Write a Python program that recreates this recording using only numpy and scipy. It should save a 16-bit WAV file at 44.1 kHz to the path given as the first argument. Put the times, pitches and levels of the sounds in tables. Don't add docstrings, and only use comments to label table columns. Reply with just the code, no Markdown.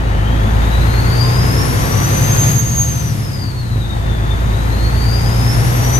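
import sys
import numpy as np
from scipy import signal
from scipy.fft import rfft, irfft, next_fast_len
from scipy.io import wavfile
from scipy.ndimage import uniform_filter1d, minimum_filter1d

SR = 44100
rng = np.random.default_rng(int(sys.argv[2]) if len(sys.argv) > 2 else 0)


def store_wav(level_fs):
    pcm = np.round(np.clip(np.atleast_2d(level_fs), -1, 1) * 32767)
    wavfile.write(sys.argv[1], SR, pcm.T.astype(np.int16))


N = 264159
TIME = np.arange(N) / SR

# (frequency [Hz], likeness [0-1], left ear's lead [radians])
EAR_MATCH = [(50, .96, 0), (160, .92, 0), (230, .55, .4), (430, .5, 1.1), (550, .65, 2.3), (900, .7, 2.3),
             (1100, .55, 3.2), (1450, .65, 3.3), (2400, .3, 4.3), (3700, .3, 8.4), (4900, .5, 7.8),
             (6500, .45, 7.6), (8000, .25, 4.5), (9400, .5, 3), (10600, .97, 0), (15000, .99, 0)]


def from_db(db):
    return 10 ** (np.asarray(db) / 20)


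def rms_one(x):
    return x / np.sqrt(np.mean(x ** 2) + 1e-20)


def in_time(rows):
    times, *columns = np.transpose(rows)
    return [np.interp(TIME, times, column) for column in columns]


def at_hz(spectrum, hz):
    known_hz, db = np.transpose(spectrum)
    return np.interp(np.log(hz), np.log(known_hz), db)


def bell(x, centre, width):
    return .5 ** ((2 * (x - centre) / width) ** 2)


def phase_of(hz):
    return 2 * np.pi * np.cumsum(hz) / SR


def any_phase():
    return rng.uniform(0, 2 * np.pi)


def drift(rate_hz):
    step, warm_up = 40, 2000
    pole = np.exp(-2 * np.pi * step * rate_hz / SR)
    noise = rng.standard_normal(N // step + warm_up + 2)
    slow = signal.lfilter([1], [1, -2 * pole, pole * pole], noise)[warm_up:]
    return np.interp(np.arange(N) / step, np.arange(len(slow)), rms_one(slow))


def tone(phase, waver, rate_hz):
    strength = 1 + waver * drift(rate_hz)
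    slip = waver * drift(rate_hz)
    return np.sqrt(2) * (strength * np.sin(phase) + slip * np.cos(phase))


def blurred_tone(phase, width_hz):
    pole = np.exp(-np.pi * width_hz / SR)
    blur = signal.lfilter([1 - pole], [1, -pole], rng.standard_normal((2, 2, N)))
    blur = signal.sosfilt(signal.butter(2, 2 * width_hz, fs=SR, output="sos"), blur)
    return rms_one(blur[0] * np.cos(phase) + blur[1] * np.sin(phase))


def cab_colour_db(hz):
    # (frequency [Hz], width [Hz], boost [dB])
    resonances = [(288, 19, -4), (347, 29, 1), (540, 40, 3.5), (606, 110, -1), (675, 11, 5.5), (810, 18, 3),
                  (889, 18, 5), (1018, 39, 5), (1112, 25, 4.5), (1317, 29, 3.5), (1456, 22, 5.5),
                  (1470, 54, -2), (1800, 93, 3.5), (2010, 100, 1.5), (3633, 34, 7.5), (3850, 45, -1.5),
                  (3860, 64, 7), (4470, 59, 6), (5110, 42, 7.5), (5970, 100, 5), (6540, 90, 7)]
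    return sum(db / (1 + (2 * (hz - centre) / width) ** 2) for centre, width, db in resonances)


def in_cab(pair, spectrum):
    # (frequency [Hz], left minus right [dB])
    ear_balance = [(60, -18), (99, 16.5), (160, 3.5), (270, -2.5), (450, 1.5), (740, 6.5), (1220, 3.0),
                   (2010, 4.0), (3330, 4), (5500, 8.5), (9080, 0), (10600, 0), (15000, 0)]
    size = next_fast_len(N)
    common, contrast = rfft(pair, size)
    hz = np.maximum(np.arange(len(common)) * SR / size, 1)
    ear_hz, likeness, lead = np.transpose(EAR_MATCH)
    alike = np.interp(hz, ear_hz, likeness)
    sides = np.array([[1], [-1]])
    stereo = np.sqrt((1 + alike) / 2) * common + np.sqrt((1 - alike) / 2) * contrast * sides
    stereo *= np.exp(.5j * sides * np.interp(hz, ear_hz, lead))
    gain_db = at_hz(spectrum, hz) + cab_colour_db(hz) + sides * at_hz(ear_balance, hz) / 2
    return irfft(stereo * from_db(gain_db), size)[:, :N]


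def cab_noise(spectrum):
    return rms_one(in_cab(rng.standard_normal((2, N)), spectrum))


def cab_echoes(x, fade_s=.042):
    t = TIME[:SR // 6]
    tail = rng.standard_normal((2, len(t))) * from_db(-60 * t / fade_s) * (t > .002)
    tail /= np.sqrt(np.sum(tail ** 2, axis=1, keepdims=True))
    return signal.fftconvolve(x, tail, axes=1)[:, :N]


def engine_rpm(swing_hz=3.6, decay_s=.36):
    # (time [s], speed [rpm])
    speeds = [(0.0, 1034), (0.6, 1090), (1.0, 1160), (1.6, 1266), (2.2, 1384), (2.8, 1481), (3.0, 1492),
              (3.2, 1425), (3.4, 1296), (3.6, 1217), (3.8, 1097), (4.0, 1080), (4.6, 1109), (5.2, 1152),
              (5.99, 1239)]
    # (time [s], swing [rpm])
    clutch_grips = [(-0.04, 85), (4.04, 65)]
    rpm, = in_time(speeds)
    for start, swing in clutch_grips:
        since = np.maximum(TIME - start, 0)
        rpm += swing * np.exp(-since / decay_s) * np.sin(2 * np.pi * swing_hz * since)
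    return rpm


def speed_octaves(cruise_rpm=1400):
    return np.log2(engine_rpm() / cruise_rpm)


def tyres():
    # (frequency [Hz], level [dB])
    spectrum = [(20, 8), (150, 19.5), (400, -8), (480, -14), (700, -8.5), (2000, -14), (4200, -1.5),
                (7000, -16.5), (8300, -1.5), (15000, -57)]
    return from_db(-36.5) * cab_noise(spectrum)


def gearbox():
    # (time [s], pitch [Hz], level [dB])
    whines = [
        [(.9, 1005, -67), (1.25, 1045, -35.5), (1.6, 1106, -38.5), (1.95, 1154, -35.5), (2.2, 1195, -36),
         (2.5, 1200, -64)],
        [(3.44, 987, -64), (3.51, 1000, -50), (3.58, 985, -50), (3.66, 990, -62)],
        [(4.8, 790, -65), (5.2, 806, -40), (5.7, 800, -40), (5.99, 797, -37)],
    ]
    sound = np.zeros((2, N))
    for rows in whines:
        hz, db = in_time(rows)
        engaged = (TIME >= rows[0][0]) & (TIME <= rows[-1][0])
        whine = np.array([tone(phase_of(hz) + any_phase(), waver=.76, rate_hz=13) for ear in range(2)])
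        sound += engaged * from_db(db) * whine
    return sound


def driveline_knocks():
    # (time [s], level [dB])
    knocks = [(3.716, -22), (3.759, -18), (3.78, -17)]
    # (pitch [Hz], level [dB], time to fade by 60 dB [s])
    floor_notes = [(117, 6.5, 0.31), (165, -19, .09), (245, -4.5, 0.053), (340, -12, 0.064),
                   (440, -24, .05)]
    clicks = np.zeros(N)
    for start, db in knocks:
        clicks[int(start * SR)] = from_db(db)
    t = TIME[:SR // 3]
    ring = sum(from_db(db - 60 * t / fade) * np.sin(2 * np.pi * hz * t) for hz, db, fade in floor_notes)
    return signal.fftconvolve(clicks, ring)[:N]


def judder():
    # (time [s], length [s], level [dB])
    shakes = [(.16, 0.067, -25), (0.294, 0.092, -27), (0.452, 0.11, -25), (0.604, 0.054, -28)]
    # (frequency [Hz], level [dB])
    spectrum = [(90, -30), (180, -3), (225, 9), (300, -25), (520, -4.5), (900, -34), (4000, -100)]
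    return sum(from_db(db) * bell(TIME, when, length) for when, length, db in shakes) * cab_noise(spectrum)


def flares_db():
    # (time [s], length [s], left boost [dB], right boost [dB])
    flares = [(.29, .06, 7, 5), (.75, .06, 8, 5), (1.255, .05, 3, 3), (2.59, .07, -2, 9.5),
              (2.797, 0.085, 9, 12), (3.17, .08, -13, -10), (3.69, .06, 3, 2), (3.915, .05, 17, 9),
              (4.105, .08, 15, 4), (4.18, .04, -8, 3), (4.322, .05, 16, 11), (5.955, .05, 6, 1)]
    return sum(np.outer(ears_db, bell(TIME, when, length)) for when, length, *ears_db in flares)


def whistle_level(hz, load_db, settle_hz_per_s=6700):
    # (pitch [Hz], width [Hz], left boost [dB], right boost [dB])
    standing_waves = [(3185, 120, 9, 4), (3700, 210, -6, -2), (3820, 60, 5, -9), (4345, 106, 7, 10),
                      (4650, 250, 7, 3.5), (4815, 120, 10, 9), (5030, 104, 10, 4), (5370, 150, 3.5, 10.5),
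                      (5590, 190, 1, -8), (5850, 95, 5, 5), (6060, 210, 9, 11), (6422, 326, 13.5, 18.5)]
    left_db = -35.5 + 8 * np.log2(hz / hz.max()) + .55 * load_db
    right_db = left_db - 5.5
    waves_db = sum(np.outer(ears_db, bell(hz, centre, width)) for centre, width, *ears_db in standing_waves)
    settled = 1 / (1 + (np.gradient(hz) * SR / settle_hz_per_s) ** 4)
    return from_db(np.array([left_db, right_db]) + np.minimum(waves_db, settled * waves_db) + flares_db())


def whistle(phase, hz, level):
    ear_hz, _, lead = np.transpose(EAR_MATCH)
    ear_phases = (phase + np.interp(hz, ear_hz, lead), phase)
    clear = np.array([tone(angle, waver=.36, rate_hz=36) for angle in ear_phases])
    gliding = 1 - (hz / hz.max()) ** 24
    breath_share = .3 * gliding
    breath = np.sqrt(breath_share) * blurred_tone(phase, width_hz=29)
    direct = from_db(2) * level * (np.sqrt(1 - breath_share) * clear + breath)
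    return direct + from_db(-4.5) * cab_echoes(gliding * direct)


def through_duct(x):
    # (frequency [Hz], boost [dB])
    duct = [(3000, 3), (4500, 5), (5200, 7), (5600, 1), (5930, 0), (6600, -8), (7400, 5.5), (9400, -9),
            (10300, -5), (10850, 6), (11600, 1.5), (12000, -7), (12450, 1.5), (13000, 1.5), (15000, -12)]
    size = next_fast_len(N)
    hz = np.maximum(np.arange(size // 2 + 1) * SR / size, 1)
    return irfft(rfft(x, size) * from_db(at_hz(duct, hz) + cab_colour_db(hz)), size)[..., :N]


def churning_air(phase, level):
    smooth_level = uniform_filter1d(level, int(.2 * SR))
    rush = from_db(-9) * blurred_tone(phase, width_hz=194)
    surge_db = 11 * bell(TIME, centre=3.855, width=.075)
    swirl = from_db(-4.5 + surge_db) * blurred_tone(.97 * phase, width_hz=140)
    return smooth_level * (rush + swirl)


def whistle_octave(phase, hz, load_db):
    steepness = (hz / hz.max()) ** 5 * from_db(.85 * load_db)
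    octave = from_db(-43.5 + flares_db()[1]) * tone(2 * phase, waver=1, rate_hz=23)
    rush = from_db(-36) * blurred_tone(2 * phase, width_hz=430)[0]
    return steepness * (octave + rush)


def turbo(load_db, inertia_s=.1):
    # (time [s], pitch [Hz])
    pitches = [(0.0, 2905), (0.15, 2935), (0.6, 3670), (1.2, 4735), (1.6, 5385), (2.0, 5972), (2.25, 6290),
               (2.52, 6474), (2.85, 6500), (3.04, 6170), (3.2, 5480), (3.5, 4550), (3.88, 3760),
               (4.22, 3480), (4.45, 3700), (5.0, 4568), (5.99, 6095)]
    # (frequency [Hz], level [dB])
    hiss_spectrum = [(2500, 7), (4200, 2), (4700, 7.5), (5250, 2.5), (5650, -8), (5930, 6), (6600, 5.5),
                     (7000, 6.5), (7500, -8), (8100, 7.5), (9400, -0.5), (11300, 4.5), (13200, 0),
                     (14000, -2), (15000, -19)]
    hz = uniform_filter1d(in_time(pitches)[0], int(inertia_s * SR), mode="nearest")
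    phase = phase_of(hz * (1 + .0008 * drift(rate_hz=30)))
    level = whistle_level(hz, load_db)
    blades = whistle(phase, hz, level)
    intake = through_duct(churning_air(phase, level) + whistle_octave(phase, hz, load_db))
    hiss_db = -24 + 15.5 * np.log2(hz / hz.max()) + .71 * load_db
    return blades + intake + from_db(hiss_db) * cab_noise(hiss_spectrum)


def growl(cycle, load_db):
    # (pitch [times the cycle rate], level [dB])
    hums = [(20, -13.5), (21, -9), (24, -2.5), (30, -5.5), (36, -7.5), (42, -8), (45, -14), (48, -8),
            (54, -11.5), (66, -16), (78, -14), (84, -24), (138, -20), (180, -19), (210, -16)]
    pair = np.zeros((2, N))
    for multiple, db in hums:
        for channel in pair:
            channel += from_db(db) * tone(multiple * cycle + any_phase(), waver=.54, rate_hz=2.9)
    return from_db(-32 + 1.23 * load_db) * in_cab(pair, spectrum=[(200, 0), (2000, 0)])


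def bark(cycle):
    # (frequency [Hz], level [dB])
    spectrum = [(120, -7), (450, -11), (780, 10), (1000, 0), (1400, -19), (4000, -37), (12000, -80)]
    burst = from_db(-30) * bell(TIME, centre=3.958, width=.055)
    return burst * (1 + .5 * np.cos(6 * cycle)) * cab_noise(spectrum)


def block_ring(cycle, size=4096):
    # (frequency [Hz], level [dB])
    spectrum = [(140, -2.5), (300, -3), (500, -1), (1200, -4), (2000, -9.5), (2700, -21), (6000, -52)]
    harmonics = np.exp(2j * np.pi * rng.random((2, size // 8)))
    shapes = irfft(np.pad(harmonics, ((0, 0), (1, 0))), size)
    pair = [np.interp(cycle / (2 * np.pi), np.arange(size) / size, shape, period=1) for shape in shapes]
    return rms_one(in_cab(np.array(pair), spectrum))


def rasp(cycle, cylinders=6, depth=.38, decay_s=.004, spread_db=4):
    firing, fraction = np.divmod(cylinders * cycle / (2 * np.pi), 1)
    firing = firing.astype(int)
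    since = fraction * 2 * np.pi / (cylinders * np.gradient(cycle) * SR)
    per_cylinder = rng.standard_normal(cylinders)[firing % cylinders]
    per_firing = rng.standard_normal(firing[-1] + 1)[firing]
    uneven_db = spread_db * (per_cylinder + per_firing) / np.sqrt(2)
    return rms_one(1 + depth * from_db(uneven_db) * np.exp(-since / decay_s))


def combustion(cycle, load_db):
    # (frequency [Hz], level [dB])
    rumble_spectrum = [(15, -22), (32, -34), (50, 0.5), (75, -0.5), (115, 4), (160, 1.5), (225, -2.5),
                       (290, -4.5), (350, -8), (600, -71)]
    # (frequency [Hz], level [dB])
    roar_spectrum = [(150, -7), (280, -1), (400, -2), (560, -1.5), (800, -3), (1050, -7), (1400, -5),
                     (1950, -9.5), (2700, -14.5), (3700, -17.5), (5400, -31), (6600, -27), (9000, -56),
                     (15000, -70)]
    rumble = from_db(-19.5 + .46 * load_db + 3 * speed_octaves()) * cab_noise(rumble_spectrum)
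    roar = from_db(-22 + load_db) * cab_noise(roar_spectrum)
    block = from_db(-26.7 + load_db) * block_ring(cycle)
    return rumble + rasp(cycle) * (roar + block)


def exhaust(cycle, load_db):
    # (pitch [times the cycle rate], level [dB], share of load followed [0-1], speed boost [dB/octave])
    main_tones = [(6, -13, 0.97, -1.5), (9, -14, 0.53, 3), (10, -19, 0.37, 16), (12, -14, 0.73, 1.5)]
    # (pitch [times the cycle rate], level [dB])
    weak_tones = [(4, -36), (5, -29), (11, -25.5), (13, -29.5), (14, -27), (15, -34), (16, -31), (17, -40),
                  (18, -32.5)]
    # (frequency [Hz], boost [dB])
    cab_bass = [(50, 0), (56.5, 0.5), (58.7, -4.5), (60.5, -9), (62.3, -3), (65, -12), (67, -13), (71, -15),
                (74, -3), (78, -15), (84, -6.5), (90, -8), (98, -4.5), (106, -2.5), (111, -6), (121, 0.5),
                (127, -4.5), (133, -8), (139, -4.5), (150, -8.5)]
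    cycle_hz = np.gradient(cycle) * SR / (2 * np.pi)
    speed = speed_octaves()
    voices = []
    for multiple, db, load_share, speed_boost in main_tones:
        level_db = db + load_share * load_db + speed_boost * speed + at_hz(cab_bass, multiple * cycle_hz)
        voices.append((multiple * cycle, from_db(level_db)))
    firing_phase, firing_gain = voices[0]
    firing = firing_gain * tone(firing_phase, waver=.033, rate_hz=4.1)
    upper = sum(gain * tone(phase, waver=.15, rate_hz=.47) for phase, gain in voices[1:])
    weak = sum(from_db(db) * tone(multiple * cycle + any_phase(), waver=.26, rate_hz=3.2)
               for multiple, db in weak_tones)
    weak *= from_db(-1.5 + .54 * load_db + 3 * speed)
    return firing * from_db([[-.7], [.7]]) + (upper + weak) * from_db([[.4], [-.7]])


def scene():
    # (time [s], level against a full pull [dB])
    pedal = [(0.0, -3.5), (0.6, -0.5), (1.25, 0), (2.48, 0), (2.62, -7), (3.1, -8.5), (3.35, -10),
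             (3.63, -11.5), (3.77, -9), (3.88, -10), (3.95, -7), (4.2, -5.5), (4.55, -3.5), (5.1, -3),
             (5.5, -1.4), (5.99, -0.5)]
    load_db, = in_time(pedal)
    cycle = phase_of(engine_rpm() / 120)
    road = tyres()
    engine = exhaust(cycle, load_db) + combustion(cycle, load_db) + growl(cycle, load_db) + bark(cycle)
    return road + engine + gearbox() + driveline_knocks() + judder() + turbo(load_db)


def record(dry, ceiling=.94, cutoff_hz=15700):
    window = SR // 100
    safe_gain = np.minimum(1, ceiling / (np.abs(dry).max(0) + 1e-9))
    gain = uniform_filter1d(minimum_filter1d(safe_gain, window), window)
    return signal.sosfilt(signal.ellip(10, .1, 90, cutoff_hz, fs=SR, output="sos"), dry * gain)


dry = scene()
out = record(dry)
store_wav(out)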